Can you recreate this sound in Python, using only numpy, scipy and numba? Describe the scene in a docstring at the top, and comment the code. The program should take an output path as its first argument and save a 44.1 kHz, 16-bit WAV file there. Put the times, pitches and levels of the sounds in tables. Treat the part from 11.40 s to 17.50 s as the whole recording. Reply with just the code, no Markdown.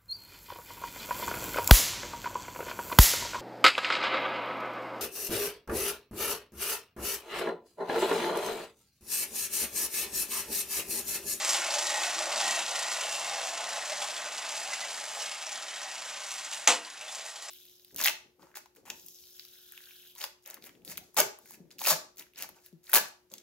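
"""In a hard tiled bathroom a toy boat crosses a filled bath, heard close by two microphone ports side by side.
Its rubber-driven propeller churns ever more weakly: random droplets and noise bursts make spray and splashes.
The churn drums on resonances of tub and hull, bubbles gurgle as rising tones, and the walls echo as noise.
One sharp knock, late on, is a cluster of short rings with flutter and a tub tail; gain control ducks after it.
Low hums, hiss, a thin whine and deep rumble lie beneath."""
import sys
import numpy as np
from scipy import signal
from scipy.fft import rfft, irfft
from scipy.io import wavfile
from scipy.ndimage import uniform_filter1d
from numba import njit

SR = 44100
rng = np.random.default_rng(int(sys.argv[2]) if len(sys.argv) > 2 else 0)


def transcribe(u):
    """Save the signal u as a 16-bit wav file named by the first command-line argument.

    u: samples, shape (n,) or (channels, n), limited to [-1, 1]; the rate is SR.
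    q: integer samples, one column per channel.
    """
    v = np.clip(np.atleast_2d(u).T, -1, 1)
    q = np.round(v * 32767).astype(np.int16)
    wavfile.write(sys.argv[1], SR, q)


N = 269010  # length [samples]


def undb(db):
    """Amplitude factor of a level in dB."""
    return 10 ** (np.asarray(db) / 20)


def level(x, db):
    """Scale to an rms level in dB."""
    return x * undb(db) / np.sqrt(np.mean(x ** 2))


def butter(x, order, hz, kind="low"):
    """Butterworth filter with its edge or edges in Hz."""
    return signal.sosfilt(signal.butter(order, hz, kind, fs=SR, output="sos"), x)


def colour(x, table):
    """Causal filter with the given (frequency [Hz], gain [dB]) shape, from the folded cepstrum."""
    hz, db = np.transpose(table)
    size = 8192
    bins_hz = np.arange(1, size // 2 + 2) * SR / size
    log_gain = np.interp(np.log(bins_hz), np.log(hz), db) * np.log(10) / 20
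    cepstrum = irfft(log_gain)
    cepstrum[1:size // 2] *= 2
    cepstrum[size // 2 + 1:] = 0
    impulse = irfft(np.exp(rfft(cepstrum)))
    return signal.fftconvolve(x, impulse)[:len(x)]


def band(x, hz, width_hz):
    """One resonance, gain 1 at the centre."""
    return signal.lfilter(*signal.iirpeak(hz, hz / width_hz, fs=SR), x)


def walk(rate):
    """Random levels held 1 / rate s and slewed twice; spread near 1."""
    k = int(SR / rate)
    held = np.repeat(rng.standard_normal(N // k + 1), k)
    return 1.55 * uniform_filter1d(uniform_filter1d(held, k), k)[:N]


def add(out, s, x):
    """Mix x into out from s seconds on."""
    i = round(s * SR)
    out[i:i + len(x)] += x[:len(out) - i]


def hiss():
    """Steady background hiss: coloured noise."""
    # hiss spectrum: (frequency [Hz], density [dB per Hz])
    hiss_shape = [(30, -14), (200, -17), (600, 7), (3000, 5.5), (8000, -12), (15000, -30)]
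    return level(colour(rng.standard_normal(N), hiss_shape), -55.5)


def whine(t):
    """A thin steady whine: one sine."""
    whine_hz, rms_db = 9778, -62.5
    return np.sqrt(2) * undb(rms_db) * np.sin(2 * np.pi * whine_hz * t)


def low_hums(t):
    """Narrow wavering notes under the churn: noise through two sharp resonances, faded in and out."""
    # faint hums: (centre time [s], frequency [Hz], level before the fades [dB], half length [s])
    hum_events = [(.7, 178, -69, 0.54), (1.15, 207, -62, .2), (2.2, 148.7, -63.5, 0.76),
                  (3.6, 246.3, -75.5, 1.8)]
    out = 0
    for s, hz, db, half in hum_events:
        note = band(band(rng.standard_normal(N), hz, 9.3), hz, 9.3)
        out = out + level(note, db) * np.exp(-((t - s) / half) ** 4)
    return out


def echo(gap_s=0.0014, rise_s=0.00086):
    """Dense echo of the tiled walls from one spot: octave bands of noise that die at their own pace."""
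    # decay time of the room: (frequency [Hz], time to fall 60 dB [s])
    room_decay = [(200, 0.74), (700, 0.26), (2000, 0.73), (6000, 0.011), (14000, 0.6)]
    t = np.arange(SR // 2) / SR
    hz, t60 = np.transpose(room_decay)
    tail = 0
    for f in 180 * 2. ** np.arange(7):
        decay = undb(-60 * t / np.interp(f, hz, t60))
        tail = tail + band(rng.standard_normal(len(t)), f, 0.56 * f) * decay
    tail = tail * np.clip((t - gap_s) / rise_s, 0, 1)
    return tail / np.sqrt(np.sum(tail ** 2))


def room(x, count=16, size=SR // 2):
    """The boat travels, so each stretch of its way has its own echo; the stretches fade into each other."""
    step = N // count
    x = np.pad(x, 2 * step, mode="reflect")  # the propeller was already running
    out = np.zeros(len(x) + SR)
    fade = np.sin(np.pi * np.arange(2 * step) / (2 * step))
    for i in range(0, len(x) - 2 * step, step):
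        stretch = x[i:i + 2 * step] * fade
        add(out, i / SR, signal.fftconvolve(stretch, echo()[:size]))
    return out[2 * step:2 * step + N]


def knock():
    """A few quick contacts, each a short swelling ring with grit; the tub wall spreads the blow into the room."""
    # contacts: (time [s], relative level [dB], ring [Hz], build-up [s])
    contacts = [(5.2736, -14, 2400, .0004), (5.2740, -12, 3400, .0003), (5.2736, -13, 950, .0008),
                (5.2749, -8, 6400, .0004), (5.2755, 0, 6500, .0006), (5.2753, -9, 2400, .0009),
                (5.2755, -20, 10500, .0006)]
    # what the tub wall radiates into the room: (frequency [Hz], density [dB per Hz])
    wall_shape = [(71, -76), (120, -20), (250, -30), (498, -11), (575, -10), (676, -14), (900, -5),
                  (1690, -14.5), (2160, -9.5), (4130, -9.5), (7450, -4), (13400, -33), (15500, -70)]
    # ring of the struck tub: (frequency [Hz], relative level [dB], time to fall 60 dB [s])
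    tub_body = [(227, -12, 0.47), (303, -10, 0.48), (389, -12.5, .35), (494, 0, 0.32), (528, -4, 0.29),
                (698, 5, 0.27), (857, -7, 0.28), (890, -0.5, 0.26), (928, -4, 0.37), (1070, -14, 0.32),
                (1206, -3, .3), (1950, 0, 0.3), (1980, -13, 0.16), (2500, 0, 0.22)]
    start_s = contacts[0][0]
    out, t = np.zeros(N), np.arange(SR // 100) / SR
    for (s, db, hz, rise), grit in zip(contacts, rng.standard_normal((len(contacts), len(t)))):
        shape = (t / rise) ** 2 * np.exp(1 - (t / rise) ** 2)
        add(out, s, undb(db) * shape * (np.sin(2 * np.pi * hz * t) + 0.2 * grit))
    out = butter(out, 2, [600, 11000], "band")

    # the blow bounces between the tub walls, duller than the blow itself and weaker each time
    bounce_s = 0.0047
    blow = butter(out, 1, 3500)
    for k in range(1, 6):
        out = out + undb(-16 - 1.5 * k) * np.roll(blow, round(k * bounce_s * SR))

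    tail = colour(echo(gap_s=0.0025, rise_s=0.002), wall_shape)
    tail = tail * np.exp(-(np.arange(len(tail)) / SR / 0.098) ** 2)  # the wall is damped by the water against it
    add(out, start_s, undb(13.5) * tail / np.sqrt(np.sum(tail ** 2)))

    t = np.arange(SR // 2) / SR
    steps = rng.standard_normal((len(tub_body), len(t)))
    waver = 1.45 * np.cumsum(steps, axis=1) / np.sqrt(SR / 50)  # sloshing water blurs the ring
    body = 0
    for phase, (hz, db, t60) in zip(waver, tub_body):
        body = body + undb(db - 60 * t / t60) * np.sin(2 * np.pi * hz * t + phase)
    add(out, start_s, undb(-29.0) * body * (1 - np.exp(-t / 0.0089)))
    return out


def hull(t):
    """The hull hums on one narrow note while the band is tight, then dies away."""
    hull_hz, width_hz = 342, 48
    hold_s, drop_db, drop_s, fade_db_per_s = 1.14, 8, 0.093, 4.5
    slack = np.maximum(t - hold_s, 0)
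    hum_db = -57 - drop_db * np.minimum(slack / drop_s, 1) - fade_db_per_s * slack
    hum = band(band(rng.standard_normal(N), hull_hz, width_hz), hull_hz, width_hz)
    return level(hum, 0) * undb(hum_db)


def strokes(per_s, uneven, fall_s):
    """Each blade stroke throws a quick burst that dies away; spacing and strength vary."""
    span = N + SR  # the strokes began a second earlier
    gap, size = rng.standard_normal((int(2 * per_s * span / SR), 2)).T
    at = (np.cumsum(np.exp(uneven * gap)) * SR / per_s).astype(int)
    kicks = np.bincount(at[at < span], undb(1.6 * size[at < span]), span)
    t = np.arange(SR // 10) / SR
    bursts = signal.fftconvolve(kicks, t * np.exp(-t / fall_s))[:span]
    return (bursts / uniform_filter1d(bursts, size=SR // 8))[SR:]  # the mean effort stays with the rubber band


def rings():
    """Stroke after stroke keeps a wavering resonance going while it swells and fades again."""
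    # one resonance of hull or tub rings up under the strokes:
    # (centre time [s], frequency [Hz], level before the swell [dB], half length [s])
    ring_events = [(0.22, 2180, -50, 0.14), (0.564, 1890, -41, 0.12), (0.62, 2570, -44, 0.1),
                   (0.664, 730, -43.5, 0.083), (.89, 770, -43, .015), (.94, 600, -42, .012),
                   (.97, 600, -43, .012), (1.005, 720, -40, .015), (1.06, 760, -40, 0.035),
                   (1.115, 780, -42, .012), (1.178, 690, -41, .012), (1.094, 1904, -38, 0.034),
                   (1.18, 1876, -41, 0.022), (1.117, 2650, -44, 0.14), (1.215, 834, -43, 0.03),
                   (1.408, 2660, -50, 0.09), (1.427, 1930, -47, 0.12), (1.754, 2716, -44.5, 0.22),
                   (1.844, 828, -48, 0.2), (1.924, 830, -45, 0.047), (2.526, 609, -41.5, 0.028),
                   (2.532, 2060, -44, 0.029), (2.637, 827, -41.5, 0.034), (2.638, 2800, -52, 0.034),
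                   (3.0, 1950, -49, 0.042), (3.281, 798, -47, 0.027), (3.335, 2050, -42, 0.021),
                   (3.434, 1995, -42, 0.019), (4.469, 1915, -55, 0.12), (5.475, 1015, -53, 0.02),
                   (5.62, 2660, -52, 0.016), (5.695, 3510, -47, .02)]
    width_hz = 46
    out = np.zeros(N)
    raps = 0.34 + 0.72 * strokes(36, uneven=0.2015, fall_s=0.0056)
    for (s, hz, db, half), chance in zip(ring_events, rng.standard_normal((len(ring_events), 2 * SR))):
        i = max(int((s - 2 * half) * SR), 0)
        t = np.arange(i, int((s + 2 * half) * SR)) / SR
        waver = np.cumsum(chance[:len(t)]) * np.sqrt(2 * np.pi * width_hz / SR)
        rapped = np.sin(2 * np.pi * hz * t + waver) * raps[i:i + len(t)]
        tone = band(rapped, hz, 2 * width_hz)
        add(out, i / SR, level(tone, db) * np.exp(-((t - s) / half) ** 2))
    return out


def bubbles(per_s, low_hz, high_hz, cycles):
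    """Air pulled under rings briefly, rising in pitch."""
    out, t = np.zeros(N), np.arange(SR // 50) / SR
    for when, pitch, size in rng.random((int(per_s * N / SR), 3)):
        hz = low_hz * (high_hz / low_hz) ** pitch
        turns = hz * t * (1 + 0.1335 * hz * t / cycles)
        pulse = np.sin(2 * np.pi * turns) * np.exp(-hz * t / cycles)
        add(out, when * N / SR, undb(-12 * size) * pulse)
    return level(out, 0)


def droplets(per_s, spread_db, most_db=14):
    """Tiny impacts at random moments, a few much larger than the rest."""
    hit, size, sign = rng.random((3, N))
    size_db = np.minimum(-spread_db * np.log(1 - size), most_db)
    return level((hit < per_s / SR) * undb(size_db) * np.sign(sign - .5), 0)


def drum(modes):
    """Churned water thumps on a set of tub resonances, each swelling at its own moments."""
    churn = droplets(1500, 3.1) * undb(1.5 * walk(30.11))
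    out = 0
    for hz, width, db in modes:
        swell = undb(db + 1.8 * walk(7.62))
        out = out + swell * band(churn, hz, width) / np.sqrt(width)
    return level(out, 0)


def splashes(spray_size):
    """Splashes that stand out: noise bursts weighted to one pitch, and the soft thump each gives the tub."""
    # splashes: (time [s], level before the spray colour [dB], centre [Hz])
    splash_events = [(0.0905, -20, 5000), (0.1434, -21.5, 3300), (0.262, -24.5, 2160),
                     (0.3034, -22.5, 4320), (0.338, -20.5, 6330), (0.415, -35, 3500), (0.4669, -26, 3800),
                     (0.5001, -23, 1880), (0.601, -33, 2030), (0.6324, -22.5, 2600), (0.7885, -25, 7450),
                     (.9193, -25.5, 4000), (0.957, -23.5, 4200), (1.0, -20, 3280), (1.049, -29, 3500),
                     (1.079, -24, 1900), (1.11, -24.5, 2680), (1.1687, -30, 1910), (1.19, -23.5, 2720),
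                     (1.25, -36, 4000), (1.2793, -27, 4300), (1.307, -25.5, 2980), (1.3525, -26, 2900),
                     (1.3887, -30, 3340), (1.4212, -25, 4070), (1.483, -37, 7540), (1.514, -22.5, 1980),
                     (1.609, -27, 2700), (1.6344, -28, 2940), (1.7484, -35, 2680), (1.8431, -26.5, 2390),
                     (1.8846, -30, 3960), (1.912, -35, 4000), (1.944, -27.5, 2200), (1.9794, -30, 4000),
                     (2.011, -32, 4000), (2.098, -42, 4000), (2.1767, -28.5, 3160), (2.364, -44, 4000),
                     (2.4126, -33, 2800), (2.4834, -42, 4000), (2.519, -29, 2300), (2.5726, -30, 4000),
                     (2.6166, -23, 2800), (2.698, -28, 4000), (2.7635, -27, 3430), (2.8594, -29, 3480),
                     (2.9193, -35, 4000), (2.978, -28.5, 2400), (3.022, -32, 3500), (3.0629, -34, 4000),
                     (3.105, -36, 6000), (3.166, -29, 2240), (3.214, -46, 4000), (3.2465, -34, 4060),
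                     (3.3321, -23, 2010), (3.4044, -27.5, 4000), (3.441, -36, 2070), (3.4825, -30.5, 3980),
                     (3.5403, -34, 4000), (3.61, -41, 3980), (3.7973, -30.5, 5530), (3.818, -28, 2820),
                     (3.858, -28.5, 2960), (3.913, -27.5, 2580), (3.9928, -48, 7500), (4.022, -29.5, 3300),
                     (4.0632, -30, 5800), (4.1204, -30.5, 6800), (4.1545, -29, 3450), (4.2223, -32, 5000),
                     (4.2809, -28.5, 2900), (4.3603, -32, 3500), (4.428, -31, 6490), (4.571, -43, 4000),
                     (4.6867, -37, 4000), (4.7696, -32.5, 4000), (4.8635, -32, 6500), (4.9053, -33, 4000),
                     (4.9791, -35, 3770), (5.0455, -28.5, 6900), (5.1243, -29, 2730), (5.4464, -34, 4330),
                     (5.6097, -31, 2690), (5.6796, -36, 3290), (5.75, -34, 6890), (5.7798, -35, 4000),
                     (5.8093, -36, 4490), (5.957, -31.5, 3300), (6.019, -39, 4000), (6.0492, -42, 4000),
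                     (6.0824, -32, 7700)]
    t, slaps, thumps = np.arange(SR // 20) / SR, np.zeros(N), np.zeros(N)
    shape = (1 - np.exp(-t / 0.003)) * (np.exp(-t / 0.0023) + 0.53 * np.exp(-t / 0.013))
    for (s, db, hz), burst in zip(splash_events, rng.standard_normal((len(splash_events), len(t)))):
        slap = burst + undb(2) * band(burst, hz, 830)
        # noise peaks stand well above the mean, hence the last divisor
        add(slaps, s, undb(db) * slap * shape / shape.max() / np.std(slap) / 2.24)
        add(thumps, s, undb(db) * t / 0.0098 * np.exp(1 - t / 0.0073))
    return slaps, thumps / spray_size


def propeller(spray_db, low_db, ring_db):
    """Spray flutters with the uneven blade strokes; the churn drums in the tub and raps the shell."""
    # spray spectrum: (frequency [Hz], density [dB per Hz])
    spray_shape = [(88, -78), (150, -15), (220, -15.5), (270, -22), (346, -20), (453, -30), (583, -12),
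                   (812, -1), (966, -3.5), (1570, -6), (1910, -8.5), (2060, -5.5), (7410, -0.5),
                   (15500, -27)]
    # tub resonances: (frequency [Hz], width [Hz], relative level [dB])
    tub_modes = [(505, 35, -16), (593, 35, 0), (636, 35, 0), (677, 41, 5), (763.6, 35, 3.5), (827, 31, 2.5),
                 (970, 47, -7.5), (1046, 72, -2), (1684, 50, -5), (2178, 48, 2), (2320, 66, -7),
                 (2587, 97, 3.5), (2714, 88, -8)]
    split_hz = 1500  # low drumming below, upper ring above

    spray = droplets(3200, 3.0, most_db=18.5) * undb(spray_db)
    spray = spray * (0.83 + 0.16 * strokes(28, uneven=0.16, fall_s=0.0038))
    slaps, thumps = splashes(undb(spray_db))
    spray = spray + slaps
    # the finest mist comes in its own quick puffs
    mist = spray - butter(spray, 1, 7000)
    spray = spray + mist * (undb(2.43 * walk(20)) - 1)
    spray = colour(spray, spray_shape) / np.std(colour(rng.standard_normal(N), spray_shape))

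    # the tub booms stroke by stroke
    beat = .55 + .35 * strokes(31, uneven=0.119, fall_s=0.0062) + 0.095 * thumps
    low = undb(low_db) * beat * drum([m for m in tub_modes if m[0] < split_hz])
    low = butter(low, 4, 533, "high")  # the filled tub radiates no deep bass
    ring = undb(ring_db - 14.5) * drum([m for m in tub_modes if m[0] > split_hz])
    gurgle = undb(ring_db - 11.5) * bubbles(180, 1262, 4160, cycles=5.17)

    # each stroke raps the shell
    taps = droplets(1200, 2.8) * (0.44 + 0.53 * strokes(36, uneven=.15, fall_s=0.005))
    shell = level(band(taps, 1903, 70), 0) * undb(spray_db - 14)
    return spray + low + ring + gurgle + shell


def ports(near):
    """Two close ports share the direct sound; a little arrives from other walls and differs between them."""
    treble = butter(near, 2, 4000, "high")
    apart = room(undb(-8.0) * treble + undb(-12.0) * band(near, 810, 270), count=20, size=SR // 200)
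    left = np.r_[0, near[:-1]]  # the left port lies a few millimetres further off
    return np.array([left + apart, near - apart])


def scene():
    """The boat direct and off the walls, its rings and hum, the knock and the background, at the two ports."""
    # propeller effort as the rubber unwinds:
    # (time [s], spray level [dB], low drumming of the tub [dB], its upper ring before a fixed cut [dB])
    churn_course = [(0, -32.5, -42, -47), (.16, -32, -38.5, -37), (.24, -37.5, -40, -26.5),
                    (.34, -33, -40.5, -57), (.56, -34, -37, -46), (.66, -34, -43, -33),
                    (0.801, -33, -43, -40), (0.889, -36, -36, -32), (.98, -31.5, -36.5, -32),
                    (1.08, -31, -37.5, -42), (1.191, -34, -42, -33), (1.27, -37.5, -44.5, -40),
                    (1.36, -35, -38, -37), (1.72, -38.5, -42.5, -35), (1.9, -37, -40, -36.5),
                    (2.35, -38, -44, -37.5), (2.62, -38.5, -43, -40.5), (2.9, -42, -44, -37),
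                    (3.02, -39.5, -44.5, -35.5), (3.36, -40, -46, -35.5), (3.7, -40.5, -48.5, -41),
                    (3.98, -43, -52, -39), (4.399, -41, -52, -40), (5.1, -41.5, -55.5, -43.5),
                    (5.25, -45, -56, -41), (5.52, -48, -59, -45), (5.64, -47, -52, -44),
                    (5.88, -43.5, -52, -46), (5.96, -49.5, -58, -70), (6.1, -43, -53, -47)]
    t = np.arange(N) / SR
    s, *columns = np.transpose(churn_course)
    spray_db, low_db, ring_db = (np.interp(t, s, c) for c in columns)
    spray_db = spray_db + 0.21 * walk(14)  # the water's load on the blades wavers from stroke to stroke
    boat = propeller(spray_db, low_db, ring_db)
    near = undb(-1.5) * boat + undb(-5.5) * room(boat)
    near = near + rings() + hull(t) + knock()
    near = near + hiss() + low_hums(t) + whine(t)
    return ports(near)


@njit
def follow(x, attack, release):
    """Peak follower: quick up, slow down."""
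    e, out = 0., np.empty(len(x))
    for i in range(len(x)):
        e += (x[i] - e) * (attack if x[i] > e else release)
        out[i] = e
    return out


def record(dry):
    """Gain control ducks after loud peaks; then a narrow notch, bass cut, narrowed stereo and top cut."""
    attack_s, release_s, threshold_db = 0.0028, 0.3, -9.0
    loud = follow(np.abs(dry).max(axis=0), 1 / (attack_s * SR), 1 / (release_s * SR))
    x = dry * np.minimum(1, undb(threshold_db) / (loud + 1e-9)) ** .5
    x = np.tanh(x / 1.3) * 1.3  # the input stage rounds the very top
    x = signal.lfilter(*signal.iirnotch(6990, 120, fs=SR), x)
    x = butter(x, 3, 260, "high")

    # the ports differ mostly in the treble
    mid, side = (x[0] + x[1]) / 2, (x[0] - x[1]) / 2
    side_high = signal.sosfiltfilt(signal.butter(2, 1940, "high", fs=SR, output="sos"), side)
    side = 0.17 * side + 0.88 * side_high

    # the electronics flutter faintly in the deep bass
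    rumble = butter(rng.standard_normal(N), 2, [35, 139], "band")
    mid = mid + level(rumble * undb(3.7 * walk(14)), -84.5)
    top_cut = signal.ellip(8, .2, 70, 15700, fs=SR, output="sos")
    return signal.sosfilt(top_cut, [mid + side, mid - side])


dry = scene()
out = record(dry)
transcribe(out)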